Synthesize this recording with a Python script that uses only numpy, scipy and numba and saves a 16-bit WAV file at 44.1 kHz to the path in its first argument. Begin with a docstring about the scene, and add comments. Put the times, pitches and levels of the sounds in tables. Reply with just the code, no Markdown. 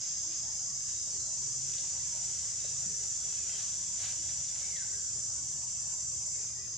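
"""A tropical forest opens on a far cicada chorus, a low rumble and faint calls. Near 0.9 s a closer group
of cicadas swells: their buckling ribs excite body resonances, two of which drift as shrill bands.
Birds whistle now and then. From about 1.6 s a monkey climbs, stirring leaves, snapping twigs and
knocking on branches, which ring as damped resonators. After 4 s the near cicadas slowly tire;
at 6.4 s they break off as the far chorus rises again."""
import sys
import numpy as np
from scipy import signal
from scipy.fft import rfft, irfft
from scipy.io import wavfile
from numba import njit

SR = 44100
rng = np.random.default_rng(int(sys.argv[2]) if len(sys.argv) > 2 else 0)


def to_wav(sig):
    """Store sig (one row per channel, or 1-D mono) as 16-bit WAV at the path in sys.argv[1].

    Samples outside -1..1 are clipped; the rate is SR.
    """
    pcm = np.clip(np.atleast_2d(sig), -1, 1) * 32767
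    pcm = np.round(pcm).astype(np.int16)
    wavfile.write(sys.argv[1], SR, pcm.T)  # frames by channels


N = 298557
T = np.arange(N) / SR
FREQS = np.fft.rfftfreq(N, 1 / SR)

# width of the sound field: f/Hz, side gain relative to middle/dB
SIDE_GAIN = [(20, -28), (100, -16), (250, -8), (3800, -7.5), (5000, -3.5), (6200, -1.5), (7200, -0.5),
             (8200, 2.5), (17000, 0)]
# spectrum of the forest air: f/Hz, relative level/dB
AIR_SPECTRUM = [(20, -24), (35, -23), (52, -0.5), (75, 5), (130, 1.5), (175, -1), (250, -14), (330, -15.5),
                (450, -18), (640, -14), (790, -26.5), (1100, -17.5), (1400, -21.5), (2500, -22),
                (3800, -15.5)]
# spectrum of the canopy's hiss: f/Hz, relative level/dB
HISS_SPECTRUM = [(2500, -16), (4000, -12), (8000, -1), (9600, -2.5), (11000, -22), (13000, -17),
                 (16000, -24)]
# far hums: f/Hz, resonator bandwidth/Hz, level/dB
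HUMS = [(113.56, 2.8, -65), (134.1, 3, -66.5), (648.5, 55, -77), (1087.5, 49, -77), (1733, 35, -89),
        (2060, 41, -100)]
# a small insect's trills: t/s, hold time/s, level/dB
TRILLS = [(0, 0.42, -68), (1.4, 1.3, -70), (3.2, 1.1, -65)]
# bird notes: t/s, duration/s, start f/Hz, end f/Hz, relative level/dB
BIRD_NOTES = [(.8, .26, 3830, 3810, -63), (1.08, .1, 4750, 4130, -60), (1.16, .09, 4160, 4020, -57),
              (1.3, .16, 4150, 4450, -66), (1.85, .12, 4650, 4450, -59), (2.58, .09, 3830, 3810, -60),
              (3.2, .3, 2800, 2350, -65), (3.45, .16, 3100, 3250, -62), (4.56, .14, 2100, 2380, -64),
              (4.69, .09, 2200, 2020, -60), (4.745, .055, 2050, 1620, -58), (4.785, .06, 1640, 1470, -59),
              (4.92, .06, 1450, 1720, -62), (6.53, .15, 1880, 2000, -68)]
# spectrum of a leaf's crackle: f/Hz, relative level/dB
LEAF_SPECTRUM = [(250, -31), (600, 8), (1200, 8), (2200, 12), (3400, 12), (4800, 17.5), (7000, -39),
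                 (10000, 1.5), (15000, -25)]
# sprays of leaves brushed aside: peak t/s, level/dB, settling time/s, treble gain/dB
BRUSHES = [(.03, -57.5, 0.64, -2), (.32, -61, .25, -2), (.92, -58, 0.28, 5), (1.77, -58, 0.48, -2),
           (2.35, -59, 1.8, -1), (3.29, -59.5, .35, -3), (3.5, -56, .25, -8), (3.595, -50.5, 0.19, 3),
           (4.048, -44.5, 0.13, 0), (4.31, -58, 0.33, 0), (4.62, -57.5, 0.43, 0)]
# twig snaps: t/s, relative level/dB, f/Hz, T60/s
TWIG_SNAPS = [(.324, -53.5, 2980, 0.024), (1.735, -50, 3500, .03), (1.78, -46, 3770, 0.041),
              (2.332, -52, 3200, .025), (2.649, -52, 4000, 0.036), (3.495, -52, 2640, 0.036),
              (4.022, -51, 7000, 0.079), (4.485, -50, 3600, 0.021), (4.764, -53, 3660, 0.075),
              (5.453, -61, 11000, .012)]
# feet on a branch: t/s, relative level/dB, f/Hz, T60/s
FOOTFALLS = [(2.645, -52, 560, .07), (2.858, -47.5, 168, .2)]
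# envelope of the far chorus: t/s, level/dB
FAR_ENVELOPE = [(0, -35.5), (.6, -37), (1.5, -40), (3.5, -41.5), (6, -43), (6.77, -38.5)]
# body responses of the far and near cicadas: f/Hz, relative level/dB
FAR_BODY = [(3800, -30.5), (4600, -17.5), (4900, -3), (5200, 0.5), (5500, -7), (6000, 0.5), (6450, 5),
            (6850, -1), (7500, 0), (7900, -25), (8500, -53), (9000, -31), (11000, -43.5)]
NEAR_BODY = [(3500, -50), (4400, -12.5), (5000, -9), (5550, -3), (5850, 3.5), (6300, -0.5), (6600, -5.5),
             (7000, -2), (7400, -0.5), (7750, -3), (8000, -1), (8500, -7.5), (8850, -20), (10500, -33)]
# thin, wavering tones in the cicada chorus: f/Hz, relative level/dB
WHINES = [(5195, -64), (5879, -58), (6072, -55), (6099, -56), (6250, -58), (6848, -59), (6928, -54),
          (7144, -55), (7262, -57), (7424, -59), (7854, -64), (8000, -64)]
# the near cicadas' drifting resonances: t/s, lower f/Hz, upper f/Hz
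RESONANCES = [(0, 6200, 7270), (1.2, 6010, 7060), (2.4, 5840, 7070), (3.4, 5980, 7080), (4.6, 5860, 7085),
              (6, 6060, 7240), (6.77, 6430, 7100)]


def undb(db):
    """Amplitude ratio: tenfold for every 20 dB."""
    return 10 ** (np.asarray(db) / 20)


def level(x, db):
    """Normalisation to a given rms level."""
    return x * undb(db) / np.sqrt(np.mean(x ** 2))


def curves(table):
    """Linear interpolation of a time table's columns, one value a sample."""
    times, *columns = np.transpose(table)
    return [np.interp(T, times, column) for column in columns]


def colour(x, spectrum):
    """Spectral filtering by (f/Hz, gain/dB) points, falling 48 dB an octave beyond both ends."""
    hz, db = np.transpose(spectrum)
    octave, points = np.log2(FREQS + 1), np.log2(hz)
    outside = np.abs(octave - np.clip(octave, points[0], points[-1]))
    return irfft(rfft(x) * undb(np.interp(octave, points, db) - 48 * outside), N)


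def wander(rate):
    """Smooth random modulation: `rate` new values a second, with a spread near 1."""
    knots = rng.standard_normal(1024)
    place = T * rate
    k = place.astype(int) % 1023
    ease = np.pi / 2 * (place % 1)
    return knots[k] * np.cos(ease) ** 2 + knots[k + 1] * np.sin(ease) ** 2


def bout(start, hold, attack_s, fade_db_per_s):
    """Envelope: a linear rise ending at `start`, a hold, then exponential decay."""
    rise = np.clip(1 + (T - start) / attack_s, 0, 1)
    return rise * undb(-fade_db_per_s * np.maximum(T - start - hold, 0))


@njit
def resonate(x, hz, width):
    """Second-order resonance: a state-variable band-pass whose centre may move."""
    y, band, low = np.empty(len(x)), 0., 0.
    for i in range(len(x)):
        g, damping = np.tan(np.pi * min(hz[i] / SR, .45)), width / hz[i]
        v = (band + g * (x[i] - low)) / (1 + g * (g + damping))
        band, low = 2 * v - band, low + 2 * g * v
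        y[i] = damping * v
    return y


def noise_band(hz, width, samples=N):
    """Narrow-band noise: two equal resonators in cascade leave a blurred tone."""
    centre = np.full(samples, float(hz))
    once = resonate(rng.standard_normal(samples), centre, float(width))
    return level(resonate(once, centre, float(width)), 0)


def spread(pair):
    """Decorrelation: independent middle and side signals make the ears differ more in the treble."""
    return pair[0] + colour(pair[1], SIDE_GAIN) * np.array([[1], [-1]])


def forest(x, wet_db, t60):
    """Reverberation: the direct sound, then dense scattering from trunks and leaves."""
    scatter = rng.standard_normal((2, N)) * undb(-60 * np.minimum(T / t60, 4))
    scatter = spread(scatter / np.sqrt(np.sum(scatter[0] ** 2)))[:, :SR]
    return x + undb(wet_db) * signal.fftconvolve(x[None], scatter, axes=1)[:, :N]


def air():
    """Broadband noise: a swaying wash, strongest in its low rumble, under the canopy's fine hiss."""
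    noise = rng.standard_normal((4, N))
    sway = undb(.7 * wander(7))
    wash = level(colour(spread(noise[:2]), AIR_SPECTRUM), -57) * sway
    hiss = level(colour(spread(noise[2:]), HISS_SPECTRUM), -62)
    return wash + hiss


def far_hums():
    """Slow amplitude modulation makes narrow bands of noise come and go."""
    return sum(noise_band(hz, width) * undb(db + 2 * wander(2.415)) for hz, width, db in HUMS)


def insect_trill():
    """A small insect's thin trills: narrow-band noise gated by an envelope."""
    gain = sum(undb(db) * bout(s, hold, attack_s=.15, fade_db_per_s=21) for s, hold, db in TRILLS)
    return noise_band(hz=3360, width=210) * gain


def whistles(notes, quaver_hz):
    """Frequency modulation: each note is a sine with a linear glide and a quick random quaver."""
    out = np.zeros(N)
    quaver = quaver_hz * wander(110)
    for s, length, start_hz, end_hz, db in notes:
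        span = slice(max(int(s * SR), 0), int((s + length) * SR))
        progress = (T[span] - s) / length
        hz = start_hz + (end_hz - start_hz) * progress + quaver[span]
        out[span] += undb(db) * np.sin(np.pi * progress) * np.sin(2 * np.pi * np.cumsum(hz) / SR)
    return out


def far_calls(low_hz=281.1, high_hz=3600, glide=.238, count=750):
    """Superposition: many faint calls from deep in the forest merge into a restless background."""
    when, length, pitch, slide, loudness = rng.random((count, 5)).T
    hz = low_hz + (high_hz - low_hz) * pitch ** 1.35
    end_hz = hz * (1 + glide * (slide - .5))
    note_db = 3 * loudness - 1.26 * np.log2(hz / low_hz)  # foliage absorbs the higher notes
    notes = np.column_stack([when * T[-1], .0285 + .0756 * length, hz, end_hz, note_db])
    return level(forest(whistles(notes, quaver_hz=21.7), wet_db=3.5, t60=.33), -64)


def birds():
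    """Scattering by the trees smears a few nearer, slightly hoarse whistles."""
    return undb(1) * forest(whistles(BIRD_NOTES, quaver_hz=34), wet_db=3.5, t60=.8)


def leaves(rise_share=.53, fall_db=13.5):
    """Random impacts of leaf on leaf: a climbing monkey's stir and the brushed sprays add in power."""
    impacts = rng.standard_normal(N) * undb(2.73 * rng.exponential(size=N))
    crackle = impacts * (rng.random(N) < .15)
    rustle = level(forest(colour(crackle, LEAF_SPECTRUM), wet_db=1.5, t60=.18), 0)
    soft = colour(rustle, [(20, 0), (6000, 0)])
    treble = rustle - soft
    stir = undb(-62) * bout(start=1.58, hold=3.1, attack_s=.32, fade_db_per_s=9)
    soft_power = treble_power = stir ** 2
    for peak_s, db, settle_s, treble_db in BRUSHES:
        from_peak = np.maximum((peak_s - T) / rise_share, T - peak_s) / settle_s
        surge = undb(db - fall_db * from_peak)
        soft_power = soft_power + surge ** 2
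        treble_power = treble_power + (surge * undb(treble_db)) ** 2
    flutter = undb(.43 * wander(26.48))
    return (soft * np.sqrt(soft_power) + treble * np.sqrt(treble_power)) * flutter


def wood_taps(table, relative_width):
    """Damped resonance: snapped or struck wood sounds a noise band that decays exponentially."""
    out = np.zeros(N)
    t = T[:SR // 3]
    for s, db, hz, t60 in table:
        ring = noise_band(hz, hz * relative_width, len(t))
        start = int(s * SR)
        out[start:start + len(t)] += ring * undb(db - 60 * t / t60)
    return forest(out, wet_db=-.5, t60=.43)


def tymbal(rate_hz, jitter, scatter_db):
    """Buckling: one cicada's ribs give an impulse train at its own pace, never quite even."""
    pace_hz = rate_hz * np.exp(.1 * rng.standard_normal())
    timing, strength = rng.standard_normal((8000, 2)).T
    at = (np.cumsum(np.abs(1 + jitter * timing)) * SR / pace_hz).astype(int)
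    return np.bincount(at[at < N], undb(scatter_db * strength[at < N]), N)


def far_cicadas(count=3):
    """Incoherent summation blurs distant cicadas into one band, stronger while the near ones rest."""
    song = 0
    for _ in range(count):
        body = colour(tymbal(rate_hz=520, jitter=.2, scatter_db=3), FAR_BODY)
        song = song + forest(body, wet_db=2.5, t60=.27)
    envelope_db, = curves(FAR_ENVELOPE)
    return level(song, 0) * undb(envelope_db + .13 * wander(4.5))


def effort(murmur_db=-47.5, song_db=-37.3, swell_mid_s=.9, swell_s=.27, tire_s=4, stop_s=6.384):
    """The near cicadas' envelope in dB: logistic growth, a slow decay as they tire, then a fast one."""
    swell = .5 + .5 * np.tanh((T - swell_mid_s) / (2 * swell_s))
    gain = undb(murmur_db) + (undb(song_db) - undb(murmur_db)) * swell
    tiring_db = .45 * np.maximum(T - tire_s, 0)
    stopping_db = 38 * np.maximum(T - stop_s, 0)
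    return 20 * np.log10(gain) - tiring_db - stopping_db


def cicada_whines(waver_hz=6.98, flicker_db=3, lift_db=6, reach_hz=110):
    """Resonant gain: thin, wavering tones in the chorus swell when a drifting resonance passes."""
    effort_db = effort()
    resonances_hz = np.array(curves(RESONANCES))
    out = 0
    for hz, db in WHINES:
        nearness = np.exp(-((resonances_hz - hz) / reach_hz) ** 2).max(axis=0)
        phase = 2 * np.pi * np.cumsum(hz + waver_hz * wander(14)) / SR
        ear_phase = .42 * rng.standard_normal() * np.array([[1], [-1]])
        gain = undb(db + lift_db * nearness + flicker_db * wander(5.7))
        out = out + gain * np.sin(phase + ear_phase)
    return out * undb(4.5 + effort_db - effort_db.max())


def near_cicadas(count=3):
    """Source and filter: clicks ring the body and two resonances that drift as the abdomen stretches."""
    lower_hz, upper_hz = curves(RESONANCES)
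    song = 0
    for _ in range(count):
        body = colour(tymbal(rate_hz=420, jitter=.1, scatter_db=2), NEAR_BODY)
        lower = level(resonate(body, lower_hz, width=150.), -11)
        upper = level(resonate(body, upper_hz, width=320.), -.5)
        song = song + forest(level(body, 0) + lower + upper, wet_db=5, t60=.5)
    return level(song, 0) * undb(effort())


def scene():
    """Linear superposition of insects, birds, air and the monkey's small noises."""
    whines = cicada_whines()
    calls = birds() + far_calls()
    snaps = undb(3) * wood_taps(TWIG_SNAPS, relative_width=.5)
    steps = wood_taps(FOOTFALLS, relative_width=.38)
    cicadas = near_cicadas() + far_cicadas() + whines
    background = far_hums() + insect_trill() + air()
    return background + calls + leaves() + snaps + steps + cicadas


def record(dry):
    """Channel imbalance and band limiting: a more sensitive right microphone, a low-pass at 16.5 kHz."""
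    tilted = dry * undb(np.array([[-.25], [.25]]))
    return signal.sosfilt(signal.ellip(10, .1, 70, 16500, fs=SR, output="sos"), tilted)


dry = scene()
out = record(dry)
to_wav(out)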